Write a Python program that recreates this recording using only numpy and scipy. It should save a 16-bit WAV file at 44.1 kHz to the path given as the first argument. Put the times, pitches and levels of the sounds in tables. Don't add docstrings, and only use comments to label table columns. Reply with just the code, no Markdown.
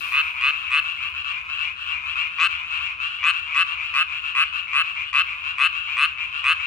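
import sys
import numpy as np
from scipy import signal
from scipy.fft import rfft, irfft
from scipy.io import wavfile
from scipy.ndimage import uniform_filter1d

SR = 44100
rng = np.random.default_rng(int(sys.argv[2]) if len(sys.argv) > 2 else 0)


def how_loud(loudness_db):
    steps = np.asarray(loudness_db, float) / 20
    return 10 ** steps


def waveform_to_disk(signal):
    frames = np.transpose(np.atleast_2d(signal))
    scaled = np.clip(frames, -1, 1) * 32767
    samples = np.round(scaled).astype(np.int16)
    wavfile.write(sys.argv[1], SR, samples)


N = 293706

# frequency in Hz, relative density in dB per Hz.
NIGHT_COLOUR = [(25, -51), (45, -14.5), (62, -0.5), (85, -6), (130, -13.5), (250, -22.5), (380, -26),
                (520, -22), (800, -36.5), (3000, -37), (6000, -46.5), (10000, -41), (16000, -75.5)]
# frequency in Hz, correlation from 0 to 1.
LIKENESS = [(60, 0.93), (130, 0.98), (290, 0.5), (640, .1), (16000, .02)]
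# frequency in Hz, width in Hz, level in dB.
HUM_TONES = [(76, 7, -58.5), (286, 5, -81)]
# frequency in Hz, relative density in dB per Hz.
RUSTLE_COLOUR = [(1500, -4), (4000, 4.5), (7000, -9.5), (11000, -5.5), (16000, -8)]
# time in seconds, level in dB.
FAR_LEVEL = [(0.0, -29), (0.37, -29), (1.0, -34.5), (2.41, -31), (2.49, -33), (3.49, -31), (3.58, -33.5),
             (4.4, -33), (4.49, -34), (5.36, -32.5), (6.21, -35), (6.66, -29.5)]
# (start in seconds, level in dB).
NEIGHBOURS = [(2366, 6.4, -420, -7, 84, [(.064, -27.5), (.374, -31), (.669, -22.5), (.974, -23.5),
              (1.312, -24), (1.63, -20), (1.924, -22), (2.202, -21), (2.495, -23), (2.838, -21.5),
              (3.19, -22), (3.498, -21), (3.776, -20.5), (4.102, -23.5), (4.386, -21.5), (4.671, -22),
              (4.964, -19.5), (5.268, -22), (5.575, -20), (5.875, -20.5), (6.174, -21.5), (6.59, -22.5)]),
              (2662, 8, -430, 0, 82, [(.235, -24.5), (.535, -22), (.843, -18.5), (1.245, -17.5),
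              (1.575, -17), (1.865, -18), (2.157, -16), (2.485, -20.5), (2.708, -17), (3.002, -16.5),
              (3.32, -17.5), (3.666, -19), (3.95, -22), (4.24, -20), (4.527, -18), (4.835, -22),
              (5.13, -25), (5.44, -18), (5.728, -19), (6.03, -23.5), (6.327, -19), (6.6, -20.5)]),
              (2663, 6.8, -100, -5, 82, [(.315, -31), (.61, -24.5), (1.005, -19), (1.14, -20), (1.49, -19),
              (1.794, -23), (2.06, -19), (2.32, -23.5), (2.645, -23.5), (2.792, -18), (3.09, -25),
              (3.4, -28), (3.829, -21), (4.123, -20), (4.58, -37), (4.952, -24.5), (5.275, -34),
              (5.36, -27), (5.5, -39), (5.83, -25), (5.89, -20), (6.175, -21.5), (6.53, -27)])]
# start in seconds, length in ms, number of pulses, rasp gain in dB,
# climb of the treble rings as a share of their pitch.
NEAR_CROAKS = [(.1223, 90.7, 14, 1, .05), (.4111, 94.6, 14, 3, .05), (.7069, 90.1, 14, -5, .05),
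               (2.385, 85.5, 16, 5, .38), (3.2305, 79.9, 14, -3, .36), (3.5463, 82.6, 14, 0, .2),
               (3.9401, 86.5, 14, 2, .1), (4.3511, 86.2, 14, -2, .1), (4.7325, 87.1, 14, -1, .1),
               (5.1305, 87.4, 14, 3, .1), (5.5831, 88.3, 14, -2, .03), (5.9693, 89.5, 14, -4, .03),
               (6.4421, 88.3, 14, -3, .05)]
# time in seconds, level in dB, left lag in us,
# left over right of the main ring in dB, treble gain in dB, low ring gain in dB.
AIM = [(.2, -9, 63, 2, -2.5, -2.5), (.75, -9, 33.5, 3.5, 4.5, -2), (2.399, -10, -37.5, 6, 5, 2),
       (3.25, -9, -37, 6, 6, 0.5), (3.95, -9, -97.5, 2, 2, .5), (4.75, -8.5, -105, 3.5, 2, 0),
       (5.151, -8.5, -65, 4.5, 1, -0.5), (5.6, -9, -11, 5.5, 2.5, 1), (6.45, -7.5, 27, 3, 4, 0)]
# frequency in Hz, level in dB, half the gain over a croak in dB.
NEAR_MODES = [(724, -47, 7), (1186, -10, -1.3), (1517, -12, 4.5), (2070, -13, -2), (2581, -4, -1.2),
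              (2887, -12, 4.5), (3454, -22, -0.5), (4028, -21.5, 4), (4880, -31.5, -5.5),
              (6700, -47.5, -13.5), (8630, -37, -3), (9320, -35, 1), (11100, -48.5, 1),
              (14000, -68.5, 13.5)]
# rise in dB per ms, fall in dB per ms, knee in ms before the slap,
# roughness in Hz (sign ignored).
NEAR_SHAPES = [(1, 3.5, .5, -0.5), (7, 5, 0.17, 0), (10, 13, 0.53, -1.5), (9.5, 9, .8, 1),
               (17.5, 3, 0.2, 2), (11.5, 7.5, 0, 1), (6, 11, 0, 21), (12.5, 15, 0.066, 23.5),
               (15.5, 12, 0, 700), (16.5, 5, 0.13, 800.5), (20, 8, 0.12, 504.5), (18.5, 7.5, .2, 301),
               (11.5, 10, .2, 395), (12.5, 10.5, .2, 1000)]
# frequency in Hz, level in dB,
# half the gain over a croak in dB.
CHORUS_MODES = [(757, -46, 9.5), (1121.6, -16.5, -4.5), (1385, -14.5, -8), (1732, -15, -2.1),
                (2313, -14, 1.5), (2641, -4.5, -3), (3055, -13.5, -5), (3864, -24.5, -6),
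                (5200, -54.5, -2.3), (7110, -41, -2.8), (8850, -53, -1.5)]
# rise in dB per ms, fall in dB per ms, knee in ms before the slap, roughness in Hz.
CHORUS_SHAPES = [(4, 2.3, .5, 0), (7, 3, 0.66, 4.5), (7, 4.6, 0.13, 6), (8, 16, 0.32, 32.5),
                 (8, 6, 0.42, 7), (9, 3.62, 0.11, 7.5), (9, 7, 0.23, 62), (10, 5.6, 0, 202.5),
                 (16, 11, 0, 1002.5), (16, 4.9, 0, 1204), (16, 2.9, 0.13, 1000.5)]
# start in seconds, noise level at the start in dB, before filter and panning.
SNAPS = [(0.125, -40.5), (0.8355, -52), (1.098, -55)]

NIGHT_DB = -57
RUSTLE_DB, RUSTLE_HOLD_S, RUSTLE_FALL_DB_PER_S = -46.5, 0.15, 108
TRAIL_DB, TRAIL_FALL_DB_PER_S, TRAIL_END_S = -57, 9, 1.6

MODE_PITCH_HZ = 2600
SLAP_DELAY_MS, PHASE_ORIGIN_MS = 1.0, 1.376
FIRST_GAP, LAST_GAP = 1.23, .71
START_DB, GAIN_PULSES, END_DB, DROP_PULSES = -9, 2.7, -5.5, 2.32
GLIDE = .09
SAC_FOOT_HZ = 620
LOW_TOP_HZ, TREBLE_FOOT_HZ, RASP_TOP_HZ, CLIMB_TOP_HZ = 1800, 4600, 7400, 10000

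NEAR_LOW_LAG, NEAR_TREBLE_LAG, TREBLE_LAG_US = .7, .8, 5
CHORUS_LOW_LAG, CHORUS_LOW_PAN_DB, CHORUS_TREBLE_PAN_DB = 0.76, -1.5, 5.5
FAR_LAG_US, FAR_LAG_SPREAD_US = -400, 150

NEAR_ECHO_DB, CHORUS_ECHO_DB = -18, -11
BANK_T60_S, BANK_CUT_HZ = .45, 7000
SLAP_BACK_MS, SLAP_BACK_DB, SLAP_BACK_CUT_HZ = 7, -13.5, 2970
TOP_CUT_HZ = 15750


def rms_one(x):
    return x / np.sqrt(np.mean(x ** 2) + 1e-20)


def in_time(rows):
    return np.interp(np.arange(N) / SR, *np.transpose(rows))


def at_hz(points, hz):
    point_hz, value = np.transpose(points)
    return np.interp(np.log(hz), np.log(point_hz), value)


def filtered(x, order, cut_hz, kind="low"):
    return signal.sosfilt(signal.butter(order, cut_hz, kind, fs=SR, output="sos"), x)


def coloured_noise(spectrum):
    hz = np.maximum(np.fft.rfftfreq(N, 1 / SR), 1)
    mid, side = rfft(rng.standard_normal((2, N)))
    alike = np.clip(at_hz(LIKENESS, hz), -1, 1)
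    pair = np.sqrt(1 + alike) * mid + np.sqrt(1 - alike) * side * np.array([[1], [-1]])
    return rms_one(irfft(pair * how_loud(at_hz(spectrum, hz)), N))


def night_floor():
    return how_loud(NIGHT_DB) * coloured_noise(NIGHT_COLOUR)


def hum():
    out = np.zeros(N)
    for hz, width_hz, level_db in HUM_TONES:
        r = np.exp(-np.pi * width_hz / SR)
        poles = [1, -2 * r * np.cos(2 * np.pi * hz / SR), r * r]
        tone = signal.lfilter([1, 0, -1], poles, rng.standard_normal(N + SR))
        out += how_loud(level_db) * rms_one(tone[SR:])
    return out


def rustle():
    t = np.arange(N) / SR
    burst = how_loud(RUSTLE_DB - RUSTLE_FALL_DB_PER_S * np.maximum(t - RUSTLE_HOLD_S, 0))
    trail = how_loud(TRAIL_DB - TRAIL_FALL_DB_PER_S * t) * np.clip((TRAIL_END_S - t) / .05, 0, 1)
    return np.hypot(burst, trail) * how_loud([[4.], [-9.]]) * coloured_noise(RUSTLE_COLOUR)


def add_croak(out, modes, shapes, start_s, length_ms, pitch_hz, level_db, pan_db, lag_s,
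              jitter_ms, uneven_db, climb=0, count=14):
    hz, mode_db, half_gain_db = np.transpose(modes)
    rise, fall, knee_ms, rough_hz = np.transpose(shapes)[..., None]
    n_modes, k = len(hz), np.arange(count)

    gaps = np.r_[0, FIRST_GAP, np.linspace(1, LAST_GAP, count - 2)]
    way = np.cumsum(gaps) / np.sum(gaps)
    to_go = 1 - way[:, None]
    fill = (way ** .7 - .6)[:, None]
    jitter = jitter_ms * rng.standard_normal(count)
    slaps = start_s + (SLAP_DELAY_MS + way * length_ms + jitter) / 1000

    freq = hz * pitch_hz / MODE_PITCH_HZ * (1 + GLIDE * fill)
    freq = freq * (1 - climb * (.25 + to_go ** 3))
    freq = freq * (1 + .003 * rng.standard_normal((count, n_modes)))

    pulse_db = START_DB * np.exp(-k / GAIN_PULSES) + END_DB * np.exp(-k[::-1] / DROP_PULSES)
    level = level_db + pulse_db[:, None] + mode_db + 2 * half_gain_db * fill
    level = level + uneven_db * rng.standard_normal((count, n_modes))

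    first, span = np.round(slaps * SR).astype(int) - 200, 700
    t = ((first[:, None] + np.arange(span)) / SR - slaps[:, None])[:, None]
    ms = 1000 * t + knee_ms
    swell = signal.windows.tukey(span, .2) * 2 / (how_loud(-rise * ms) + how_loud(fall * ms))

    steps = uniform_filter1d(rng.standard_normal(swell.shape), size=6, axis=2)
    wander = np.cumsum(steps, axis=2) * np.sqrt(2 * np.pi * np.abs(rough_hz) / SR)
    wander -= wander[..., 150:151].copy()
    phase = wander + np.pi * np.arange(n_modes)[:, None]

    for side, sign in enumerate((.5, -.5)):
        heard_s = t + PHASE_ORIGIN_MS / 1000 - sign * lag_s
        rings = np.sin(2 * np.pi * freq[..., None] * heard_s + phase)
        wave = np.sum(how_loud(level + sign * pan_db)[..., None] * swell * rings, axis=1)
        for at, pulse in zip(first, wave):
            if 0 <= at < N:
                out[side, at:at + span] += pulse[:N - at]


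def add_chorus_croak(out, start_s, length_ms, pitch_hz, level_db, low_db, pan_db, lag_us, jitter_ms, uneven_db):
    hz = np.array(CHORUS_MODES)[:, 0]
    low, high = hz < LOW_TOP_HZ, hz > TREBLE_FOOT_HZ
    pans = pan_db + CHORUS_LOW_PAN_DB * low + CHORUS_TREBLE_PAN_DB * high
    lags_s = lag_us * np.where(low, CHORUS_LOW_LAG, 1)[:, None] / 1e6
    add_croak(out, CHORUS_MODES, CHORUS_SHAPES, start_s, length_ms, pitch_hz, level_db + low_db * low,
              pans, lags_s, jitter_ms, uneven_db)


def far_chorus(count=110):
    out = np.zeros((2, N))
    slot_s = N / SR / (count - 1)
    for k, (when, far, long, small, left) in enumerate(rng.random((count, 5))):
        lag_us = FAR_LAG_US + FAR_LAG_SPREAD_US * (.5 - left)
        add_chorus_croak(out, (k + when - 1) * slot_s, 75 + 18 * long, 2380 + 420 * small, -4 * far, 0,
                         2.1 + 6 * left, lag_us, jitter_ms=.2, uneven_db=1.3)
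    return how_loud(in_time(FAR_LEVEL)) * rms_one(out)


def bank_echoes(x):
    t = np.arange(SR // 2) / SR
    tail = rng.standard_normal((2, len(t))) * how_loud(-60 * t / BANK_T60_S) * (t > .004)
    tail = filtered(tail, 2, BANK_CUT_HZ)
    tail = tail / np.sqrt(np.sum(tail ** 2, axis=1, keepdims=True))
    return signal.fftconvolve(x, tail, axes=1)[:, :N]


def neighbours():
    out = np.zeros((2, N))
    for pitch_hz, pan_db, lag_us, low_db, length_ms, croaks in NEIGHBOURS:
        for start_s, level_db in croaks:
            add_chorus_croak(out, start_s, length_ms, pitch_hz, level_db, low_db, pan_db, lag_us,
                             jitter_ms=.1, uneven_db=1.5)
    return out


def near_frog():
    out, hz = np.zeros((2, N)), np.array(NEAR_MODES)[:, 0]
    low, high = hz < LOW_TOP_HZ, hz > TREBLE_FOOT_HZ
    rasp, climbing = high * (hz < RASP_TOP_HZ), high * (hz < CLIMB_TOP_HZ)
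    aim_s, *aim = np.transpose(AIM)
    for start_s, length_ms, pulses, rasp_db, climb in NEAR_CROAKS:
        level_db, lag_us, pan_db, treble_db, low_db = [np.interp(start_s, aim_s, column) for column in aim]
        main_pan = pan_db + 3. * (hz > 3300)
        pans = np.select([low, high], [3.2 - .014 * lag_us, 3.6 - .045 * lag_us], main_pan)
        treble_lag_us = NEAR_TREBLE_LAG * lag_us + TREBLE_LAG_US
        lags_us = np.select([low, high], [NEAR_LOW_LAG * lag_us, treble_lag_us], lag_us)
        colour_db = level_db + treble_db * high + low_db * low + rasp_db * rasp
        add_croak(out, NEAR_MODES, NEAR_SHAPES, start_s, length_ms, MODE_PITCH_HZ, colour_db, pans,
                  lags_us[:, None] / 1e6, jitter_ms=.1, uneven_db=1, climb=climb * climbing, count=pulses)
    return out


def stem_snaps():
    out, t = np.zeros(N), np.arange(SR // 50) / SR
    for start_s, level_db in SNAPS:
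        burst = how_loud(level_db - 60 * t / 0.027) * rng.standard_normal(len(t))
        out[round(start_s * SR):][:len(t)] += burst
    return filtered(out, 2, 7000, "high") * how_loud([[4.], [-6.]])


def slap_back(x):
    late = np.pad(x, ((0, 0), (round(SLAP_BACK_MS * SR / 1000), 0)))[:, :N]
    return how_loud(SLAP_BACK_DB) * filtered(late, 2, SLAP_BACK_CUT_HZ)


def scene():
    near, chorus = near_frog(), neighbours() + far_chorus()
    echoes = bank_echoes(how_loud(NEAR_ECHO_DB) * near + how_loud(CHORUS_ECHO_DB) * chorus)
    frogs = near + slap_back(near) + chorus + echoes
    frogs = filtered(frogs, 4, SAC_FOOT_HZ, "high")
    return frogs + rustle() + stem_snaps() + night_floor() + hum()


def low_pass(x):
    return signal.sosfilt(signal.butter(12, 16370, fs=SR, output="sos"), x)


def record(dry):
    top_cut = signal.ellip(12, .5, 60, TOP_CUT_HZ, fs=SR, output="sos")
    mix = signal.sosfilt(top_cut, np.tanh(dry))
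    return low_pass(mix)


dry = scene()
out = record(dry)
waveform_to_disk(out)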